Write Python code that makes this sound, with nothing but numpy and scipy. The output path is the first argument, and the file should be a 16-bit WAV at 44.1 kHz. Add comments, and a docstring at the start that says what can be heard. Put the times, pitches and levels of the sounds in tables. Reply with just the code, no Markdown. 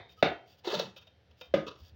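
"""A hollow concrete block, close to one microphone in a yard, is struck with a trowel, dragged round on
its gritty bed and knocked down into place. Each knock is a brief crunch over the dull ring of the block;
the steel blade rings on, the support booms and the house walls throw the knock back.
Small taps and crumbling grit come in between, over faint outdoor air and wind on the microphone."""
import sys
import numpy as np
from scipy import signal
from scipy.fft import rfft, irfft, next_fast_len
from scipy.io import wavfile
from scipy.ndimage import uniform_filter1d

SR = 44100
rng = np.random.default_rng(int(sys.argv[2]) if len(sys.argv) > 2 else 0)


def waveform_to_disk(signal):
    """Save audio, clipped to [-1, 1], as 16-bit WAV at the path in sys.argv[1]."""
    frames = np.transpose(np.atleast_2d(signal))
    scaled = np.clip(frames, -1, 1) * 32767
    samples = np.round(scaled).astype(np.int16)
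    wavfile.write(sys.argv[1], SR, samples)


N = 85995
T = np.arange(N) / SR

# modes of the hollow block: f/Hz, relative level/dB, t60/s
BLOCK_MODES = [(151, -22, 0.24), (217, -26.5, 0.11), (352, -11.5, 0.042), (541, 0, 0.07),
               (629.7, -6.5, 0.031), (1221, -22, 0.14), (1536, -16, 0.017)]

def contacts(rows, colour, grit_t60, attack_s):
    """Each contact crushes grit while the block's modes swell and die; returns ring and crunch."""
    body, crush = np.zeros(N), np.zeros(N)
    for start, ring_db, pitch, sustain, grit_db, hold in rows:
        age = np.maximum(T - start, 0)
        span = slice(int(start * SR), int(start * SR) + SR // 4)
        swell = 1 - np.exp(-(age[span] / attack_s) ** 2)
        for k, (hz, db, t60) in enumerate(BLOCK_MODES):
            release = burst(start, attack_s, t60 * sustain)[span]
            tone = np.sin(2 * np.pi * hz * pitch * age[span])
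            body[span] += (-1) ** k * from_db(ring_db + db) * swell * release * tone
        rise = np.minimum(age / (0.49 * attack_s), 1)
        crush += from_db(grit_db) * burst(start, hold, grit_t60) * rise
    return body, coloured(crush * grains(per_s=12000, spread_db=2.5), colour)

# the trowel hits: t/s, ring level/dB, pitch ratio, ring length ratio, grit level/dB, grit hold/s
BLOW = [(0.2257, -5, 1.077, 0.32, -18, 0.0071)]
# the crunch as picked up, with the microphone's resonance near 15.5 kHz: f/Hz, relative level/dB
BLOW_COLOUR = [(40, -11.5), (110, 1), (400, 4), (750, 2.5), (1000, -4.5), (1900, -0.5), (2700, -0.5),
               (3150, -16.5), (3700, -1), (5000, -21), (6300, -27.5), (8000, -60), (13000, -57),
               (15500, -34)]

def blow():
    """The trowel strikes the block near the microphone: a sharp crunch and a short ring."""
    return sum(contacts(BLOW, BLOW_COLOUR, grit_t60=0.024, attack_s=0.0018))

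# the block lands: columns as in BLOW
LANDING = [(1.5385, -10, 1.014, 0.82, -29, 0.005)]
# the crunch as picked up, with the microphone's resonance near 15.5 kHz: f/Hz, relative level/dB
LANDING_COLOUR = [(40, -4), (110, 7), (300, 12), (600, -20.5), (850, -4), (1500, -1.5), (2000, -1),
                  (2700, -5), (3600, -4.5), (4200, -12), (5000, -14.5), (6300, -23), (8000, -41),
                  (13000, -48), (15500, -29.5)]

def landing():
    """The block comes down on its bed with a deeper, longer crunch."""
    return sum(contacts(LANDING, LANDING_COLOUR, grit_t60=0.11, attack_s=0.0016))

# upper resonances of the block: f/Hz, relative level/dB
UPPER_MODES = [(935, 5.5), (1240, 4.5), (1420, 3.5), (1650, 0), (2060, -22), (2590, -0.5), (3080, 0.5),
               (3300, 1), (3650, 4), (3910, 1.5), (4400, 1), (4720, -1), (5720, -8.5), (6550, -20.5)]

def through_block(grit, t60=0.023):
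    """Rubbing reaches the microphone partly direct, partly through the block's upper resonances."""
    rung = sum((-1) ** k * from_db(db) * ring(grit, hz, t60) for k, (hz, db) in enumerate(UPPER_MODES))
    return 0.45 * grit + rung * 4 * np.log(1000) / (t60 * SR)

def glancing(rows, colour, grit_t60, attack_s):
    """A glancing contact, whose grit rings through the block."""
    body, grit = contacts(rows, colour, grit_t60, attack_s)
    return body + through_block(grit)

# course of the grinding: t/s, level/dB
GRINDING = [(0.632, -75), (0.648, -41.5), (0.675, -36.5), (0.70, -36.5), (0.745, -32.5), (0.775, -40),
            (0.80, -32.5), (0.83, -44.5), (0.865, -50.5), (0.91, -64)]
# the grinding as picked up, with the microphone's resonance near 15.5 kHz: f/Hz, relative level/dB
GRINDING_COLOUR = [(60, -59), (220, -9.5), (380, 17.5), (600, 13.5), (900, 0.5), (1500, -6), (2200, 10),
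                   (2700, 0), (3900, 0), (5000, -3), (6400, -3), (8000, -21.5), (13500, -27), (15500, -9)]

def grinding():
    """The dragged block breaks sand grains under it."""
    sand = level(GRINDING) * during(GRINDING) * grains(per_s=2900, spread_db=2.5)
    return through_block(coloured(sand, GRINDING_COLOUR))

# course of the judder under the drag: t/s, level/dB
JUDDER = [(0.71, -62), (0.75, -48.5), (0.78, -38), (0.815, -58), (0.85, -45), (0.89, -50), (0.93, -75)]

def judder(slips_per_s=150):
    """The block moves in uneven slips that shake a low note from its support."""
    wander = rms_one(uniform_filter1d(rng.standard_normal(N), size=300))
    slip_count = np.cumsum(slips_per_s * (1 + 0.23 * wander)) / SR
    slips = np.diff(np.floor(slip_count), prepend=0)
    shudder = rms_one(ring(slips - slips.mean(), hz=192, t60=0.092))
    return shudder * level(JUDDER) * during(JUDDER)

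# catches during the drag: columns as in BLOW
JOLTS = [(0.669, -22.5, .65, 1.17, -43.5, 0.015), (0.727, -21, .76, 0.55, -45.5, 0.012),
         (0.736, -24, 1.1, 1.2, -36, 0.0037), (0.749, -37, 0.74, 1.0, -30, 0.0028),
         (0.7945, -17.5, 0.98, 0.18, -22, 0.0019)]
# the grit as picked up, with the microphone's resonance near 15.5 kHz: f/Hz, relative level/dB
JOLT_COLOUR = [(60, -44), (300, -15.5), (600, -7), (1200, -12), (2100, -10), (2700, -16), (3900, 5.5),
               (5000, -1.5), (6400, -5), (8000, -36), (13500, -30), (15500, -6)]

def jolts():
    """The dragged block catches several times, in knocks with little bass."""
    return cut(glancing(JOLTS, JOLT_COLOUR, grit_t60=0.0074, attack_s=0.0057), "highpass", hz=330)

# taps on the block: columns as in BLOW
TAPS = [(0.962, -52, 1, 1.0, -52, 0.024), (1.012, -72, 1.2, 1.0, -61, .018),
        (1.069, -56.5, 1.17, 1.0, -62.5, 0.0099), (1.308, -70.5, 1.03, 1.0, -65, 0.008),
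        (1.410, -47, .93, 2.2, -45, 0.0069)]
# the grit as picked up, with the microphone's resonance near 15.5 kHz: f/Hz, relative level/dB
TAP_COLOUR = [(60, -28.5), (300, -12), (550, -6), (900, -8.5), (1300, -9), (2100, -9.5), (2650, 3.5),
              (3500, -1.5), (4200, -10), (5100, -1.5), (6400, -5.5), (8000, -33.5), (13500, -22.5),
              (15500, -4)]

def taps():
    """Light taps tick on the gritty block and barely ring it."""
    return glancing(TAPS, TAP_COLOUR, grit_t60=0.032, attack_s=0.0028)

# contacts after the landing: columns as in BLOW
SETTLING = [(1.665, -37.5, 0.81, 1, -43.5, 0.012), (1.679, -41, 0.93, 0.95, -42.5, 0.0093),
            (1.710, -41.5, 0.79, 0.47, -52.5, 0.0063), (1.754, -76, 1.0, 0.85, -57.5, 0.0063)]
# the grit as picked up, with the microphone's resonance near 15.5 kHz: f/Hz, relative level/dB
SETTLING_COLOUR = [(60, 0), (300, 13), (500, 12.5), (750, -17), (1100, 9.5), (1700, -8), (2700, 6),
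                   (3700, -1.5), (5000, -3), (6400, -2.5), (8000, -28), (13500, -29.5), (15500, -13)]

def settling():
    """The block rocks on its bed and comes to rest."""
    return glancing(SETTLING, SETTLING_COLOUR, grit_t60=0.032, attack_s=0.0028)

# modes of the support under the block: f/Hz, relative level/dB, t60/s
SUPPORT_MODES = [(135.1, -8.5, .16), (168.7, -2.5, 0.24), (214.5, -1.5, .26), (311, 4.5, .22)]
# pushes from the blow and the landing: t/s, level/dB
SHAKES = [(0.232, -42.5), (1.547, -32)]

def support():
    """The two heavy knocks set the support booming."""
    pushes = np.zeros(N)
    for start, db in SHAKES:
        pushes[int(start * SR)] = from_db(db)
    pushes = cut(pushes, "lowpass", hz=500)  # a soft contact
    return sum((-1) ** k * from_db(db) * ring(pushes, hz, t60)
               for k, (hz, db, t60) in enumerate(SUPPORT_MODES))

# modes of the steel blade: f/Hz, relative level/dB, t60/s
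BLADE_MODES = [(478.5, -2.5, 0.32), (691, 0, 0.47), (744, -1, 0.43), (773, -6, 0.27), (1296, -5.5, 0.19),
               (1775, -12.5, .22), (2020, -10, .2), (2090, -13, 0.29), (2393, -1, 0.2), (2555, 0, 0.17),
               (3150, -6, 0.48), (3200, -7.5, 0.087), (3690, 1, 0.2), (3707, -10, .17)]
# touches on the blade: t/s, level/dB, tilt about 2 kHz/(dB per octave)
CLINKS = [(0.0, -61, -1.5), (0.094, -71.5, 16.5), (0.2265, -37, -2), (0.963, -66, 14), (1.02, -74, 13),
          (1.07, -75.5, 18), (1.412, -55.5, 6)]

def trowel():
    """The blade rings on after each touch; the lightest touches favour its upper modes."""
    starts, hit_db, tilt = np.transpose(CLINKS)
    samples = (starts * SR).astype(int)
    blade = np.zeros(N)
    for hz, db, t60 in BLADE_MODES:
        strength = from_db(hit_db + db + tilt * np.log2(hz / 2000))
        touches = np.zeros(N)
        touches[samples] = strength * rng.choice([-1, 1], len(starts))
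        blade += ring(touches, hz, t60)
    return blade

# flying crumbs: t/s, hold/s, level/dB
SPRAY = [(0.231, 0.019, -47)]
# the crumbs as picked up, with the microphone's resonance near 15.5 kHz: f/Hz, relative level/dB
SPRAY_COLOUR = [(500, -26.5), (2500, -1.5), (4900, 9.5), (6200, -8), (8000, -26.5), (13000, -28.5),
                (15500, -15.5)]

def spray():
    """Crumbs of concrete patter away after the blow."""
    envelope = sum(from_db(db) * burst(start, hold, t60=0.15) for start, hold, db in SPRAY)
    return coloured(envelope * grains(per_s=4000, spread_db=1.5), SPRAY_COLOUR)

# tones of the squeak: t/s, length/s, f/Hz, level/dB
SQUEAKS = [(0.164, 0.06, 1270, -55), (0.185, .028, 3013, -60.5)]

def squeak():
    """A faint, pure squeak swells and fades just before the blow."""
    tones = np.zeros(N)
    for start, length, hz, db in SQUEAKS:
        swell = np.sin(np.pi * np.clip((T - start) / length, 0, 1)) ** 2
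        tones += from_db(db) * swell * np.sin(2 * np.pi * hz * T)
    return tones

# shifts of loose grit: t/s, hold/s, level/dB
RUSTLES = [(0.08, 0.05, -62), (0.159, 0.047, -60.5), (0.456, 0.084, -61), (0.563, 0.026, -60),
           (1.365, 0.096, -62), (1.76, 0.089, -62.5), (1.834, 0.057, -61)]
# the grit as picked up, with the microphone's resonance near 15.5 kHz: f/Hz, relative level/dB
RUSTLE_COLOUR = [(200, -9), (1200, -23), (2300, -6.5), (3400, -4.5), (4100, -14), (4800, 0), (6600, -7),
                 (8000, -23.5), (13500, -22), (15200, -2.5)]

def rustles(rise_s=0.03):
    """Loose grit shifts faintly on the block under the hand."""
    envelope = sum(from_db(db) * burst(start, hold, t60=0.098) * np.clip((T - start) / rise_s, 0, 1)
                   for start, hold, db in RUSTLES)
    return through_block(coloured(envelope * grains(per_s=2500, spread_db=3.5), RUSTLE_COLOUR))

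# reverberation of the yard by band: f/Hz, level/dB, t60/s
YARD = [(100, -2.5, .3), (200, -3, 0.16), (356, -1, 0.34), (580, -9.5, 0.27), (750, -1, 0.35),
        (1200, 2, 0.28), (2700, -3.5, 0.29), (3980, -0.5, 0.2), (8000, -4.5, 0.35), (16000, -9, 0.25)]

def yard(x, delay_s=0.011):
    """Dense reflections from nearby walls, dying band by band, with a faint longer tail."""
    noise = rfft(rng.standard_normal(N))
    log_hz = np.log(np.arange(N // 2 + 1) * SR / N + 1)
    centres = np.log([row[0] for row in YARD])
    response = np.zeros(N)
    for share, (_, db, t60) in zip(np.eye(len(YARD)), YARD):
        band = irfft(noise * np.interp(log_hz, centres, share), N)
        tail = from_db(-36) * burst(delay_s, hold=0, t60=t60 / 0.34)
        decay = burst(delay_s, hold=0.02, t60=t60) + tail
        response += from_db(db) * band * decay / np.sqrt(np.sum(decay ** 2))
    return signal.fftconvolve(x, response)[:N]

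# the air as picked up, with the microphone's resonance near 15.5 kHz: f/Hz, relative level/dB
AIR_COLOUR = [(40, -33), (95, -8.5), (175, -16), (360, -25), (520, -18.5), (1100, -33), (1700, -30),
              (2100, -32.5), (3900, -34), (5600, -42), (8000, -61), (13000, -60.5), (15500, -54.5)]

def air():
    """Outdoor air lies faint and steady behind the work."""
    return from_db(-66.5) * coloured(rng.standard_normal(N), AIR_COLOUR)

# gusts at the microphone: t/s, level/dB
GUSTS = [(0.0, -43), (0.06, -67), (0.36, -63), (0.5, -74), (0.85, -69), (1.12, -71), (1.27, -70.5),
         (1.315, -53.5), (1.36, -64), (1.43, -72), (1.5, -58), (1.78, -63), (1.825, -44), (1.87, -62.5),
         (1.95, -47)]
# the rumble as picked up: f/Hz, relative level/dB
WIND_COLOUR = [(25, -22), (50, -10.5), (78, 11), (105, -5.5), (170, -19), (500, -32), (2000, -77)]

def wind():
    """Gusts rumble right on the microphone."""
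    return level(GUSTS) * coloured(rng.standard_normal(N), WIND_COLOUR)

# spectrum of the opening echo: f/Hz, relative level/dB
ECHO_COLOUR = [(59, -35), (100, -5), (295, -22), (354, 2.5), (711, -6.5), (794, -2), (1350, -14.5),
               (1850, -6), (2260, -5), (2610, -37), (3700, -4.5), (4130, -18.5), (8000, -58),
               (10400, -97.5), (17600, -120)]

def dying_echo():
    """A faint echo is already dying away in the yard at the start."""
    return from_db(-49.5) * burst(0, hold=0, t60=0.36) * coloured(rng.standard_normal(N), ECHO_COLOUR)

def from_db(db):
    """Decibels to gain."""
    return 10 ** (np.asarray(db) / 20)

def rms_one(x):
    """Scale to rms 1."""
    return x / np.sqrt(np.mean(x ** 2) + 1e-20)

def level(rows):
    """Gain over time from (t/s, level/dB) points."""
    return from_db(np.interp(T, *np.transpose(rows)))

def during(rows):
    """Gate, open from the first row's time to the last."""
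    return (T > rows[0][0]) * (T < rows[-1][0])

def burst(start, hold, t60):
    """Envelope: sudden start, hold, exponential release; times in seconds."""
    return (T >= start) * np.exp(-np.log(1000) * np.maximum(T - start - hold, 0) / t60)

def grains(per_s, spread_db):
    """Random clicks of sand grains breaking; rms 1."""
    sizes = from_db(spread_db * np.minimum(rng.exponential(1, N), 4)) * rng.choice([-1, 1], N)
    return rms_one(sizes * (rng.random(N) < per_s / SR))

def ring(x, hz, t60):
    """A unit click sets a sine of height 1 ringing."""
    radius, angle = np.exp(-np.log(1000) / (t60 * SR)), 2 * np.pi * hz / SR
    return signal.lfilter([0, np.sin(angle)], [1, -2 * radius * np.cos(angle), radius ** 2], x + 1e-18)

def cut(x, kind, hz):
    """Second-order highpass or lowpass."""
    return signal.sosfilt(signal.butter(2, hz, kind, fs=SR, output="sos"), x)

def coloured(x, points):
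    """Causal filter shaped by (f/Hz, level/dB) points; keeps the power of white noise."""
    hz, db = np.transpose(points)
    size = 2 * next_fast_len(N)
    log_hz = np.log(np.arange(size // 2 + 1) * SR / size + 1)
    gain = rms_one(from_db(np.interp(log_hz, np.log(hz), db)))
    # minimum phase, so nothing sounds ahead of a knock
    cepstrum = irfft(np.log(gain))
    cepstrum[1:size // 2] *= 2
    cepstrum[size // 2 + 1:] = 0
    return irfft(rfft(x, size) * np.exp(rfft(cepstrum)))[:N]

def scene():
    """Blow, drag, taps and landing up close, with the yard behind them; mono."""
    struck, landed = blow(), landing()
    dragged = grinding() + judder() + jolts()
    tapped = taps() + settling()
    walls = yard(from_db(-2) * struck + from_db(-3.5) * landed
                 + from_db(-8) * dragged + from_db(-8.5) * tapped)
    block = struck + landed + dragged + tapped
    small_sounds = support() + spray() + trowel() + squeak() + rustles()
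    background = air() + wind() + dying_echo()
    return (block + small_sounds + walls + background)[None]

def record(dry):
    """The microphone's signal loses its deep bass, has its peaks rounded and its top cut."""
    ceiling, top_hz = 0.5, 15950
    rounded = ceiling * np.tanh(cut(dry, "highpass", hz=68) / ceiling)
    return signal.sosfilt(signal.ellip(10, .5, 70, top_hz, fs=SR, output="sos"), rounded)

dry = scene()
out = record(dry)
waveform_to_disk(out)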